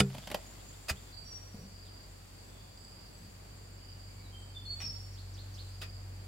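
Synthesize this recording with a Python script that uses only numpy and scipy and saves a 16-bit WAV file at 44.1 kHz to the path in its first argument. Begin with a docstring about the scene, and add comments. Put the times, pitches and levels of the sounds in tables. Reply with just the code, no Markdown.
"""A sharp, gritty stab comes first: a steel-tipped wooden pole driven into soil, close to the microphone
inside a round stone wall. Grit rings the tip, a buried stone knocks, the shaft hums, loosened clods drop.
Then the microphone is out on the meadow, where the wall muffles the blows. Birds whistle and chirp
at the forest edge, insects buzz, and a far engine hums under a hiss of leaves."""
import sys
import numpy as np
from scipy import signal
from scipy.fft import rfft, irfft, next_fast_len
from scipy.io import wavfile
from scipy.ndimage import map_coordinates

SR = 44100
rng = np.random.default_rng(int(sys.argv[2]) if len(sys.argv) > 2 else 0)


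def pcm_store(signal):
    """Save signal as 16-bit PCM."""
    levels = np.round(np.clip(np.atleast_2d(signal), -1, 1) * 32767)
    wavfile.write(sys.argv[1], SR, levels.astype(np.int16).T)


N = 276507
ON_MEADOW_S = 1.12  # from here on the microphone stands outside the wall

# spectra of the distant rumble and the leaves: frequency_hz, level_db
RUMBLE_SPECTRUM = [(20, -21), (40, -3.5), (100, 1.5), (180, -4), (300, -10), (600, -14.5), (1200, -20.5),
                   (2500, -24), (8000, -37.5)]
LEAF_SPECTRUM = [(300, 7.5), (1200, 3), (3200, 0.5), (6000, -1), (8500, -3), (10000, -4), (15500, -7)]
# the far engine's second order, out on the meadow: time_s, level_db
ENGINE_SWELL = [(1.15, -54.5), (1.71, -55.5), (2.97, -59.5), (5.03, -46.5), (6.23, -46), (6.27, -48)]
# steady insects all around: pitch_hz, spread_hz, inside_db, meadow_db, left_over_right_db
INSECT_CHORUS = [(4666, 205, -64, -63, -1), (7280, 320, -63, -67.5, 2.5), (8380, 210, -73, -75, 3)]
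# nearer insects, each repeating one call: pitch_hz, length_s, gain_db, starts_s
INSECT_TRILLS = [(6850, 0.08, -59, [.44, .65]), (4800, .39, -58, [1.68, 2.74, 3.745, 5.675]),
                 (7800, .17, -65.5, [1.11, 2.43, 2.77, 3.11, 4.35, 4.71])]

# a songbird at the forest edge: start_s, length_s, from_hz, to_hz, gain_db, direct_gain_db
BIRD_WHISTLES = [(1.112, 0.06, 4730, 4597, -48, -6), (1.12, 0.02, 4260, 4130, -58, 3),
                 (1.24, 0.135, 5593, 5668, -49, -1.5), (4.236, 0.043, 4150, 3860, -65.5, 6),
                 (4.322, 0.058, 3220, 3127, -54.5, -3), (4.547, 0.053, 3624, 3508, -51.5, 6.5),
                 (4.651, 0.12, 4303, 4443, -46.5, 6), (4.797, 0.13, 5790, 5380, -45.5, 6.5)]
# wavering calls from deep in the forest: start_s, pitch_hz, gain_db
FAR_BIRD_CALLS = [(2.42, 3470, -67.5), (3.73, 2894, -71), (4.04, 2310, -70)]
# short rising calls: start_s, gain_db
BIRD_PEEPS = [(.213, -54.5), (.583, -63.5), (.72, -63), (.952, -57), (1.073, -65)]
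# chirp shapes: length_s, from_hz, turning_hz, arc_rad
PEEP, SLUR = (0.039, 3030, 3700, 1.49), (0.081, 4700, 2590, 1.2)
DIVE, CLIMB = (0.03, 6950, 3780, 1.35), (0.06, 2480, 4420, 2.45)

# echoes of the forest, the leaves around the perch and the stone wall: frequency_hz, t60_s
FOREST_DECAY = [(200, 0.35), (3000, 1), (6000, 0.75), (12000, 0.17)]
FOLIAGE_DECAY = [(1000, 0.13), (8000, 0.11)]
WALL_DECAY = [(100, 0.17), (1000, 0.16), (4000, 0.1), (14000, 0.089)]
# the path over the wall to the meadow: frequency_hz, gain_db
OVER_WALL_RESPONSE = [(300, 1), (800, -3), (1150, 3.5), (1500, -3.5), (2450, 4.5), (3500, 6), (5000, 2),
                      (8000, -3), (14000, 1)]
# spectra of muffled tamping, crumbling earth and crushed grit: frequency_hz, level_db
THUD_SPECTRUM = [(50, -3), (130, -2), (195, 10.5), (300, -22.5), (460, -9.5), (900, -30), (3000, -39)]
EARTH_SPECTRUM = [(60, -30), (220, 6.5), (350, -25), (600, 2), (850, -4), (1300, -10), (2200, -8.5),
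                  (3100, -7), (4000, -15.5), (4650, -12), (6000, -20), (9500, -21.5), (11500, -19),
                  (16000, -29)]
GRIT_SPECTRUM = [(80, 0), (300, -1.5), (780, 11), (1000, 1), (1400, 5), (3000, 1), (4000, 2.5), (5500, -3),
                 (9000, 0.5), (12000, -14), (16000, -27)]
# resonances of the packed floor and the steel tip: pitch_hz, width_hz, gain_db
FLOOR_MODES = [(242, 41, 2), (598, 81, 0.5), (770, 110, -2)]
TIP_MODES = [(1165, 40, -15), (1440, 470, -4.5), (2000, 130, 0), (2466, 70, 5), (3010, 300, -10),
             (3800, 110, -31), (4880, 170, 1.5), (6830, 150, -5.5), (7700, 110, -11), (12200, 3700, -18)]
# low hum of the wooden shaft and, above 1 kHz, the short bright knock of striking a buried stone:
# pitch_hz, gain_db, t60_s
SHAFT_AND_STONE_MODES = [(133.3, -5.5, 0.47), (190.5, -0.5, 0.24), (287, -1.5, 0.052), (392.5, -9.5, 0.24),
                         (460, -12.5, 0.17), (520, -22, .16), (625, -37, 0.25), (728, -19, 0.12),
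                         (1246, -1, 0.039), (1377, -8.5, 0.068), (2130, 7, 0.015), (2790, 5.5, 0.024),
                         (3350, -8.5, 0.06)]

# tamping heard from behind the wall: peak_s, level_db, t60_s
TAMPING_THUDS = [(1.546, -44, 0.65), (1.599, -55, 0.18), (3.199, -53, 0.43), (3.25, -58, 0.34),
                 (4.839, -50, 0.54)]
# clods and pebbles land near the microphone: peak_s, gain_db, knock_gain_db
CLOD_LANDINGS = [(.102, -39.5, -13), (0.149, -33.5, -1), (0.183, -32, -8), (0.274, -27.5, -8),
                 (.302, -32.5, 4), (0.316, -23.5, 1), (.346, -18, -1)]
# the pole stops in the ground, close by: start_s, ring_db, thump_db
POLE_BLOWS = [(0.004, -20, -25), (0.91, -43.5, -27)]
# the tip bites, then grinds deeper: peak_s, bite_db, grind_after_s, grind_db, grind_t60_s, ring_gain_db
TIP_STABS = [(0.0045, -11, 0.006, -26.5, 0.045, 0), (0.8857, -35.5, 0.015, -25.5, 0.062, 8.5),
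             (4.803, -44.5, 0.018, -49.5, 0.29, 6.5), (5.819, -46.5, 0.006, -40.5, 0.1, 8)]


def amp(db):
    """Decibels to gain."""
    return 10 ** (np.asarray(db) / 20)


def unit(x):
    """Scale to rms 1."""
    return x / np.sqrt(np.mean(x ** 2) + 1e-20)


def along(points, hz):
    """Read (frequency_hz, value) points on a log axis."""
    point_hz, values = np.transpose(points)
    return np.interp(np.log(hz + 1), np.log(point_hz + 1), values)


def wobble(rate):
    """A smooth random curve, rate knots a second."""
    return map_coordinates(rng.standard_normal(int(N * rate / SR) + 4), [np.arange(N) * rate / SR])


def filtered(x, response):
    """Pass x through a complex response of frequency."""
    size = next_fast_len(N + SR // 2)
    return irfft(rfft(x, size) * response(np.fft.rfftfreq(size, 1 / SR)), size)[..., :N]


def coloured(x, spectrum):
    """Shape x by (frequency_hz, gain_db) points."""
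    return filtered(x, lambda hz: amp(along(spectrum, hz)))


def resonate(x, modes):
    """Ring x through resonances of alternating polarity."""
    return filtered(x, lambda hz: sum(
        (-1) ** k * amp(db) * 1j * hz * width / (pitch ** 2 - hz ** 2 + 1j * hz * width)
        for k, (pitch, width, db) in enumerate(modes)))


def pan(db):
    """Channel gains that put left db above right."""
    return amp([[db / 2], [-db / 2]])


def add(out, start_s, x):
    """Mix x into out from start_s on."""
    i = max(round(start_s * SR), 0)
    out[..., i:i + x.shape[-1]] += x[..., :N - i]


def burst(peak_s, rise_s, t60_s):
    """An envelope that swells up to peak_s and dies away."""
    t = np.arange(N) / SR - peak_s
    return np.clip(1 + t / rise_s, 0, 1) ** 1.25 * amp(-60 * np.maximum(t, 0) / t60_s)


def grains(rate, side_db):
    """Stereo stream of tiny random fractures, rate a second."""
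    mid, side = rng.standard_normal((2, N)) * (rng.random((2, N)) < rate / SR)
    return unit(np.array([mid + amp(side_db) * side, mid - amp(side_db) * side]))


def band(centre_hz, spread_hz):
    """Narrow stereo noise of rms 1."""
    noise = rng.standard_normal((2, N))
    return unit(filtered(noise, lambda hz: 1 / (1 + ((hz - centre_hz) / spread_hz / 2) ** 2) ** 2))


def echoes(x, decay, delay_s):
    """Diffuse reflections in which each frequency dies at its own speed."""
    hz, t, noise = signal.stft(rng.standard_normal((2, SR)), SR, nperseg=256)
    tail = signal.istft(noise * amp(-60 * t / along(decay, hz)[:, None]), SR, nperseg=256)[1]
    tail = np.pad(tail / np.linalg.norm(tail[0]), ((0, 0), (round(delay_s * SR), 0)))
    return signal.fftconvolve(np.atleast_2d(x), tail, axes=1)[:, :N]


def by_position(inside, meadow):
    """For each sample, the value for where the microphone stands."""
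    return np.where(np.arange(N) / SR > ON_MEADOW_S, meadow, inside)


def air():
    """Distant rumble, alike in both channels only in the bass, under a hiss of leaves."""
    mid, side = coloured(rng.standard_normal((2, N)), RUMBLE_SPECTRUM)
    side = coloured(side, [(60, -37), (130, -14.5), (290, -3.0), (600, 1.0)])
    rumble = amp(-56 + 0.74 * wobble(5.42)) * unit(np.array([mid + side, mid - side]))
    hiss_db = by_position(inside=-58, meadow=-61) + 0.79 * wobble(3.7)
    hiss = amp(hiss_db) * unit(coloured(rng.standard_normal((2, N)), LEAF_SPECTRUM))
    return rumble + pan(0.8) * hiss


def engine(pitch_hz=47.54):
    """The two lowest orders of a far engine at steady speed; they swell together and waver on the way."""
    swell_db = np.interp(np.arange(N) / SR, *np.transpose(ENGINE_SWELL))
    first_db = -55 + 0.53 * (swell_db - swell_db.mean())
    second_db = swell_db + by_position(inside=-4.5, meadow=0)  # the wall shades the second order
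    phase = 2 * np.pi * np.cumsum(pitch_hz * (1 + 0.0084 * wobble(7.1))) / SR
    first = amp(first_db + 0.31 * wobble(4)) * np.sin(phase)
    second = amp(second_db + 0.32 * wobble(5)) * np.sin(2 * phase)
    return np.sqrt(2) * (first + second)


def insects(pulse_hz=27):
    """A steady chorus in narrow bands, with callers pulsing nearer the microphone."""
    out = np.zeros((2, N))
    for hz, spread_hz, inside_db, meadow_db, pan_db in INSECT_CHORUS:
        level_db = by_position(inside_db, meadow_db) + 0.97 * wobble(6.7) + 1.3 * wobble(45)
        out += amp(level_db) * pan(pan_db) * band(hz, spread_hz)
    rasp = np.array([wobble(350), wobble(350)])  # a rasping wing makes narrow noise around its pitch
    for hz, length_s, db, starts_s in INSECT_TRILLS:
        t = np.arange(round(length_s * SR)) / SR
        swell = np.abs(np.sin(np.pi * (t / length_s) ** 0.96)) ** 0.5
        pulses = amp(2.8 * np.cos(2 * np.pi * pulse_hz * t))
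        for start_s in starts_s:
            buzz = rasp[:, round(start_s * SR):][:, :len(t)] * np.sin(2 * np.pi * hz * t)
            add(out, start_s, amp(db + 2) * pan(-3) * swell * pulses * buzz)
    return out


def whistle(length_s, from_hz, to_hz, waver):
    """A pure note that settles on its pitch and wavers by a share of it."""
    progress = np.linspace(0, 1, round(length_s * SR))
    hz = to_hz + (from_hz - to_hz) * np.exp(-3.5 * progress)
    hz *= 1 + waver * wobble(110.6)[:len(hz)]
    return np.sqrt(np.abs(np.sin(np.pi * progress))) * np.sin(2 * np.pi * np.cumsum(hz) / SR)


def chirp(length_s, from_hz, turning_hz, arc_rad):
    """A rougher note that sweeps in an arc; past a quarter turn it hooks back."""
    progress = np.linspace(0, 1, round(length_s * SR))
    hz = from_hz + (turning_hz - from_hz) * np.sin(arc_rad * progress ** 1.2)
    hz *= 1 + 0.0234 * wobble(988)[:len(hz)]
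    return np.abs(np.sin(np.pi * progress ** 1.06)) * np.sin(2 * np.pi * np.cumsum(hz) / SR)


def swoops(count, start_s=5.129, every_s=0.203, grow_db=2.6):
    """A run of dives and climbs, growing louder: start_s, gain_db, shape."""
    return [(start_s + k * every_s + after_s, db + k * grow_db, shape)
            for k in range(count) for after_s, db, shape in [(0, -57.5, DIVE), (0.032, -55, CLIMB)]]


def birds():
    """Whistles and chirps at the forest edge; far birds reach the microphone mostly as echo."""
    direct, into_forest = np.zeros((2, N))
    whistles = [(start_s, db, direct_db, whistle(length_s, from_hz, to_hz, waver=0.0037))
                for start_s, length_s, from_hz, to_hz, db, direct_db in BIRD_WHISTLES]
    whistles += [(start_s, db, -7, whistle(0.22, hz, hz, waver=0.0262))
                 for start_s, hz, db in FAR_BIRD_CALLS]
    for start_s, db, direct_db, note in whistles:
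        add(direct, start_s, amp(db + direct_db) * note)
        add(into_forest, start_s, amp(db) * note)
    peeps = [(start_s, db, PEEP) for start_s, db in BIRD_PEEPS]
    for start_s, db, shape in peeps + [(1.825, -63, SLUR)] + swoops(count=3):
        note = amp(db) * chirp(*shape)
        add(direct, start_s, note)
        add(into_forest, start_s, amp(-6) * note)
    from_perch = amp(-2) * (direct + echoes(direct, FOLIAGE_DECAY, delay_s=0.003))
    return pan(-2.6) * (from_perch + echoes(into_forest, FOREST_DECAY, delay_s=0.015))


def tamping(rise_s=0.0064):
    """Soft thuds, of which only the bass bends over the wall to the meadow."""
    force = sum(amp(db) * burst(peak_s, rise_s, t60_s) for peak_s, db, t60_s in TAMPING_THUDS)
    return force * unit(coloured(grains(rate=14000, side_db=-37), THUD_SPECTRUM))


def clods():
    """Close by, lumps of earth crunch and knock on the packed floor while crumbs and sand trickle."""
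    landings = np.array([amp(db - 10) * burst(peak_s, rise_s=0.003, t60_s=0.038)
                         for peak_s, db, _ in CLOD_LANDINGS])
    on_floor = amp([knock_db for *_, knock_db in CLOD_LANDINGS]) @ landings
    crunch = landings.sum(axis=0) * unit(coloured(grains(rate=14000, side_db=-11), EARTH_SPECTRUM))
    knock = amp(15.5) * resonate(on_floor * grains(rate=10000, side_db=-29), FLOOR_MODES)
    lumps = pan(-1.7) * (crunch + knock)
    crumbs = amp(-56) * unit(coloured(grains(rate=470, side_db=-19), EARTH_SPECTRUM))
    sand_spectrum = [(1500, 3), (5000, 7), (11500, -8), (16000, -10)]
    sand = amp(-58) * unit(coloured(grains(rate=2000, side_db=-2), sand_spectrum))
    trickle = burst(0.15, rise_s=0.17, t60_s=2.0) * (crumbs + sand)
    return lumps + trickle + amp(-11.5) * echoes(lumps, WALL_DECAY, delay_s=0.005)


def pole_blows(sag=0.07, settle_s=0.03, ground_hz=74):
    """The ground thumps, a buried stone knocks and the shaft hums; the pitch sags as the soil yields."""
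    out, t = np.zeros((2, N)), np.arange(SR // 2) / SR
    yielding_s = t + sag * settle_s * (1 - np.exp(-t / settle_s))
    lean = [(300, -0.065), (1200, -2)]  # pitch_hz, pan_db: only short waves favour the nearer side
    ring = sum(pan(along(lean, hz)) * amp(db - 60 * t / t60_s) * np.sin(2 * np.pi * hz * yielding_s)
               for hz, db, t60_s in SHAFT_AND_STONE_MODES)
    thump = -np.sin(2 * np.pi * ground_hz * t) * amp(-60 * t / 0.11)
    attack = 1 - np.exp(-t / 0.00076)
    for start_s, ring_db, thump_db in POLE_BLOWS:
        add(out, start_s, attack * (amp(ring_db) * ring + amp(thump_db) * thump))
    return out


def steel_tip(bite_rise_s=0.0052, grind_rise_s=0.017):
    """Grit crunches under the tip and rings it; on the meadow it comes over the wall with more echo."""
    pushes = np.array([amp(bite_db) * burst(peak_s, bite_rise_s, 0.28 * t60_s)
                       + amp(grind_db) * burst(peak_s + after_s, grind_rise_s, t60_s)
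                       for peak_s, bite_db, after_s, grind_db, t60_s, _ in TIP_STABS])
    on_steel = amp([ring_db for *_, ring_db in TIP_STABS]) @ pushes
    ring = amp(-0.5) * resonate(on_steel * grains(rate=30000, side_db=-7.5), TIP_MODES)
    grit = unit(coloured(grains(rate=19000, side_db=-5.5), GRIT_SPECTRUM))
    stabs = ring + amp(-6.5) * pushes.sum(axis=0) * grit
    near = pan(-0.83) * stabs * by_position(inside=1, meadow=0)
    far = coloured(stabs * by_position(inside=0, meadow=1), OVER_WALL_RESPONSE)
    return near + far + echoes(amp(-16.5) * near + amp(-5.5) * far, WALL_DECAY, delay_s=0.005)


def scene():
    """The digging and the meadow around it, as they reach the microphone."""
    return steel_tip() + pole_blows() + clods() + tamping() + birds() + insects() + engine() + air()


def record(dry, top_hz=15850):
    """The camera keeps nothing above its band limit."""
    return filtered(dry, lambda hz: hz < top_hz)


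dry = scene()
out = record(dry)
pcm_store(out)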